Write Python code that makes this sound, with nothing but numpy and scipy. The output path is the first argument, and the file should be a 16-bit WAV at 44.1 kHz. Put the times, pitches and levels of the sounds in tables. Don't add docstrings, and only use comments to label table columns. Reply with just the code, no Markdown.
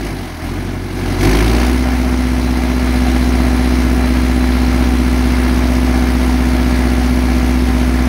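import sys
import numpy as np
from scipy import signal
from scipy.fft import rfft, irfft, next_fast_len
from scipy.io import wavfile
from scipy.ndimage import uniform_filter1d, map_coordinates

SR = 44100
rng = np.random.default_rng(int(sys.argv[2]) if len(sys.argv) > 2 else 0)


def gain_from_db(level_db):
    decades = np.asarray(level_db, float) / 20
    return 10 ** decades


def to_wav(s):
    ch = np.atleast_2d(s).T
    pcm = np.round(np.clip(ch, -1, 1) * 32767)
    wavfile.write(sys.argv[1], SR, pcm.astype(np.int16))


N = 356328
STEP = 64
GOVERNED_HZ = 62.6

# time in seconds, firings per second in Hz.
SPEED_RUN_UP = [
    (0.0, 53.9),
    (0.184, 47.3),
    (0.4, 40),
    (0.6, 46.25),
    (0.68, 46.4),
    (1.172, 45.86),
    (1.498, 57.4),
    (1.744, 63.54),
    (1.8, 63.2),
]
# time in seconds, firings per second in Hz.
SPEED_HELD = [
    (1.9, 62.9),
    (2.3, 62.75),
    (2.9, 62.6),
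    (6, 62.6),
    (8.08, 62.45),
]
# time in seconds, effort in dB.
EFFORT = [(0, -20.5), (.07, -19.5), (.3, -25), (.39, -26.5), (.47, -19), (.65, -19.5), (.8, -21.5),
          (.89, -22.5), (1.09, -15.5), (1.17, -16.5), (1.26, -10.5), (1.43, -11.5), (1.56, -11.5),
          (1.85, -13.5), (2.62, -14), (3.13, -12), (8.08, -12.3)]
# time in seconds, bark in dB.
BARK = [
    (0, 5.5),
    (.15, -2.5),
    (.46, -2),
    (.8, -5.5),
    (1.18, -1.5),
    (1.24, 5.5),
    (1.55, 9),
    (1.85, -2.5),
    (3, -1),
    (8.08, -2.5),
]
# time in seconds,
# force in dB.
JET_FORCE = [(0.0, -31), (0.02, -34), (0.06, -29), (0.13, -32), (0.38, -34), (0.45, -31), (0.85, -34.5),
             (1.12, -27), (1.17, -29), (1.24, -21.5), (1.55, -26), (1.6, -24.5), (1.82, -28), (2.65, -28.5),
             (3.08, -26.5), (4.97, -27), (5.54, -26.5), (8.08, -27)]
# time in seconds, level under the rattle in dB.
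WHINE_LEVEL = [(0, -24), (2.1, -25), (2.5, -16), (4.6, -18), (5.6, -23), (6.2, -25), (8.08, -32)]

CYLINDER_PULSES = [
    -8,
    4,
    0.5,
    5,
]
# multiple of the four-
# firing cycle, level in dB.
EXHAUST_ORDERS = [(1, -46), (2, -44), (3, -88), (4, 0), (5, -28), (6, -25.5), (7, -18), (8, -10),
                  (9, -17.5), (10, -42), (11, -16.5), (12, -13.5), (13, -17), (14, -31.5), (15, -12),
                  (16, -1.5), (17, -108), (18, -17), (19, -15.5), (20, -20.5), (21, -14.5), (22, -20),
                  (23, -19.5), (24, -17), (25, -37), (26, -24.5), (27, -32.5), (28, -47), (29, -26),
                  (30, -39),
                  (31, -32.5), (32, -22), (33, -46), (36, -32), (37, -30.5), (39, -38.5), (40, -30),
                 (41, -32), (44, -33), (49, -41), (55, -27.5), (59, -30.5), (67, -32), (75, -30), (77, -36),
                 (84, -34.5), (88, -28), (109, -33), (126, -29), (130, -31), (136, -39)]

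# frequency in Hz, level over the effort in dB.
PIPE_FIRST = [(40.3, -10), (42, -4), (46, -4), (48.5, -4), (51, -2), (58, -2), (63, -2)]
# frequency in Hz, level over the effort in dB.
PIPE_SECOND = [(82, -4), (88, -8), (93, -6.5), (98, -6.5), (103, -21.5), (110, -9), (116, -10),
               (122, -20.5)]
# frequency in Hz, level over the effort in dB.
PIPE_THIRD = [(123, -18), (136, -15), (139, -21), (146, -9), (158, -14), (188, -19.5)]
# firing rate in Hz, level over the effort in dB.
DRONE_LEVEL = [(41, -5), (46, -3), (48.5, -4), (51, -4), (57, -5.5), (63, -3.5)]
# frequency in Hz, gain in dB.
PIPE_RESONANCE = [(20, -14), (60, -8), (100, -4), (140, 1), (185, -4), (225, 3.5), (250, 8), (330, 2),
                  (380, 2), (430, -18), (480, -7.5), (600, -17.5)]
# frequency in Hz, level in dB per Hz.
FLOW_SPECTRUM = [(12, -40), (25, -20), (60, -6), (85, -10.5), (110, -3), (150, -10.5), (250, -9.5),
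                 (320, -1), (420, -12), (520, -24.5), (800, -72)]
# frequency in Hz, level in dB per Hz.
HEAD_SPECTRUM = [(400, -54), (600, -12), (900, -2), (1200, 2), (1700, -3), (2150, 2), (2800, -4.5),
                 (3400, -23), (5000, -60)]
# frequency in Hz, level in dB per Hz.
BLOCK_SPECTRUM = [(300, -58), (420, -10.5), (520, -13.5), (620, 0), (700, -3.5), (765, 1.5), (810, -5),
                  (1180, -10), (1600, -9.5), (1700, -5), (1820, -11.5), (2120, -7.5), (3200, -28),
                  (4200, -44), (7000, -120)]
# frequency in Hz, level in dB.
HOUSING_RING = [(3750, -46), (3960, -4), (4000, 7.5), (4050, 0), (4100, 6), (4300, -40)]
# frequency in Hz, level in dB per Hz.
JET_SPECTRUM = [(1300, -28), (2200, -16), (2820, -7), (3700, -8.5), (4000, -8.5), (4300, -7.5),
                (6260, -11.5), (7000, -17.5), (7500, -21), (9450, -14.5), (11500, -16.5), (13700, -24),
                (15100, -24), (15750, -16.5)]
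# frequency in Hz, level in dB per Hz.
DROP_SPECTRUM = [(2000, -40), (5000, -2), (9000, -12), (13000, -7), (15700, -5), (17000, -40)]
# lower edge in Hz, upper edge in Hz, share lost from 0 to 1.
DROPOUT_BANDS = [
    (7060, 7390, 1),
    (13830, 14200, .95),
]


def unit(x):
    return x / np.sqrt(np.mean(x ** 2) + 1e-20)


def along(points, hz):
    f, v = np.transpose(points)
    return np.interp(np.log(hz + 1), np.log(f + 1), v)


def curve(rows):
    s, v = np.transpose(rows)
    return np.interp(np.arange(N) / SR, s, v)


def wobble(rate):
    knots = rng.standard_normal(int(N * rate / SR) + 4)
    return map_coordinates(knots, [np.arange(N) * rate / SR], order=1)


def slow_wobble(rate):
    knots = rng.standard_normal(int(N * rate / SR) + 4)
    return np.interp(np.arange(0, N, STEP) * rate / SR, np.arange(len(knots)), knots)


def fill(v):
    return np.interp(np.arange(N), np.arange(0, N, STEP), v)


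def coloured(x, spectrum):
    m = next_fast_len(N + 8192)
    gain = gain_from_db(along(spectrum, np.fft.rfftfreq(m, 1 / SR)))
    return unit(irfft(rfft(x, m) * gain, m)[:N])


def patchy(depth_db):
    z = signal.stft(rng.standard_normal(N), nperseg=512)[2]
    field = uniform_filter1d(rng.standard_normal(z.shape), size=14, axis=0)
    field = uniform_filter1d(field, size=5, axis=1)
    return signal.istft(z * gain_from_db(depth_db * unit(field)), nperseg=512)[1][:N]


def puffs(firings, lead, rise, depth_db, scatter_db):
    place = (firings + lead) % 1
    shape = np.minimum(place / rise, (1 - place) / (1 - rise))
    size = rng.standard_normal(int(firings[-1]) + 3)[(firings + lead).astype(int)]
    return gain_from_db((depth_db + scatter_db * size) * shape)


def firing_tones(rate_hz, firings, cycle, slack, effort_db):
    first_db = effort_db + 0.24 * (effort_db + 12) + along(PIPE_FIRST, rate_hz)
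    second_db = effort_db + along(PIPE_SECOND, 2 * rate_hz)
    third_db = effort_db + along(PIPE_THIRD, 3 * rate_hz)
    tones = gain_from_db(first_db + 0.18 * wobble(11)) * np.cos(2 * np.pi * firings)
    tones += gain_from_db(second_db + 1.2 * wobble(8)) * np.cos(8 * cycle - 7 * fill(slack))
    tones += gain_from_db(third_db + 0.9 * wobble(6.5)) * np.cos(12 * cycle + 6 * fill(slack))
    return np.sqrt(2) * tones


def pipe_drone(rate_hz, cycle, slack, bark_db):
    pattern = np.angle(np.fft.fft(gain_from_db(CYLINDER_PULSES)))
    drone = np.zeros(N)
    for k, db in EXHAUST_ORDERS:
        if k in (4, 8, 12):
            continue
        sway, swell = slow_wobble(9), slow_wobble(9)
        hz = k * rate_hz[::STEP] / 4
        off_speed_db = along(PIPE_RESONANCE, hz) - along(PIPE_RESONANCE, k * GOVERNED_HZ / 4)
        edge_db = bark_db[::STEP] * np.exp(-((hz - 385) / 140) ** 4)
        slip = (.06 + .003 * k + .6 * slack) * sway + 20 * slack * rng.standard_normal()
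        size = gain_from_db(db + off_speed_db + edge_db + (.9 + 4 * slack) * swell)
        drone += fill(size) * np.cos(k * cycle + pattern[int(k) % 4] + fill(slip))
    return drone / np.sqrt(uniform_filter1d(drone ** 2, size=SR // 4))


def exhaust_flow(firings):
    gas = coloured(patchy(depth_db=1.2), FLOW_SPECTRUM)
    return unit(puffs(firings, .2, .3, depth_db=2, scatter_db=1) * gas)


def exhaust(rate_hz, firings, bark_db):
    effort_db = curve(EFFORT)
    cycle = np.pi / 2 * (firings + 0.039)
    slack = 1 - rate_hz[::STEP] / GOVERNED_HZ
    rough_db = np.interp(rate_hz, [46, 58, 62], [-9, -13, -12])
    body = gain_from_db(-0.42) * pipe_drone(rate_hz, cycle, slack, bark_db) + gain_from_db(rough_db) * exhaust_flow(firings)
    tones = firing_tones(rate_hz, firings, cycle, slack, effort_db)
    return tones + gain_from_db(effort_db + along(DRONE_LEVEL, rate_hz)) * body


def knock(firings):
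    starts = np.flatnonzero(np.diff((firings + .3).astype(int)))
    t = np.arange(SR // 8) / SR
    blows = np.zeros((4, N))
    blows[np.arange(len(starts)) % 4, starts] = gain_from_db(0.97 * rng.standard_normal(len(starts)))
    decay = gain_from_db(-60 * t / 0.053) + 0.22 * gain_from_db(-60 * t / 0.22)
    rings = rng.standard_normal((4, len(t))) * decay
    return coloured(signal.fftconvolve(blows, rings, axes=1)[:, :N].sum(axis=0), HEAD_SPECTRUM)


def whine():
    return gain_from_db(curve(WHINE_LEVEL) + .5 * wobble(7.9)) * coloured(rng.standard_normal(N), HOUSING_RING)


def rattle(firings, force_db, bark_db, gust):
    shake = puffs(firings, 0.48, 0.28, 3.0 + 0.41 * bark_db, scatter_db=1.1)
    shake = shake * gain_from_db(0.88 * gust + 0.72 * wobble(400))
    plates = coloured(shake * patchy(depth_db=.8), BLOCK_SPECTRUM)
    body = gain_from_db(-0.5) * plates + gain_from_db(-6.0 + 0.68 * bark_db) * knock(firings) + whine()
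    return gain_from_db(force_db + 0.5 - 0.3 * bark_db) * body


def drops(per_s):
    chance = rng.random((2, N))
    ticks = (chance[0] < per_s / SR) * np.log(chance[1] + 1e-9)
    return coloured(ticks, DROP_SPECTRUM)


def water_jet(firings, force_db, bark_db, gust):
    pulse = puffs(firings, 0.37, 0.3, 6.0 + .5 * bark_db, scatter_db=0.5)
    pulse = pulse * gain_from_db(0.19 * gust + 0.57 * wobble(900))
    spray = coloured(pulse * patchy(depth_db=1.2), JET_SPECTRUM) + gain_from_db(-18) * drops(per_s=500)
    mean_force_db = -23.5
    hiss_db = mean_force_db + 0.96 * (force_db - mean_force_db) - 5.0
    return gain_from_db(hiss_db - 0.085 * bark_db) * spray


def scene():
    rate_hz = curve(SPEED_RUN_UP + SPEED_HELD)
    firings = np.cumsum(rate_hz) / SR + .3
    bark_db, force_db = curve(BARK), curve(JET_FORCE)
    gust = wobble(25)
    mix = exhaust(rate_hz, firings, bark_db)
    mix += rattle(firings, force_db, bark_db, gust)
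    mix += water_jet(firings, force_db, bark_db, gust)
    return mix[None]


def band_limit(x):
    return signal.sosfilt(signal.butter(12, 15900, fs=SR, output="sos"), x)


def record(dry):
    x = dry / (1 + np.abs(dry / .99) ** 8) ** (1 / 8)
    hz = np.fft.rfftfreq(N, 1 / SR)
    open_s, shut_s = .05, .125
    spread = np.array([[.25], [.6]])
    spans = np.array([[open_s], [shut_s]]) * np.exp(spread * rng.standard_normal((2, 100)))
    shut = np.searchsorted(np.cumsum(spans.T), np.arange(N) / SR) % 2
    shut = uniform_filter1d(uniform_filter1d(1. * shut, size=500), size=500)
    lost = sum(share * (hz > lo_hz) * (hz < hi_hz) for lo_hz, hi_hz, share in DROPOUT_BANDS)
    limited = irfft(rfft(x) * (hz < 15735), N)
    dropped = irfft(rfft(x) * np.minimum(lost, 1), N)
    return band_limit(limited - shut * dropped)


dry = scene()
out = record(dry)
to_wav(out)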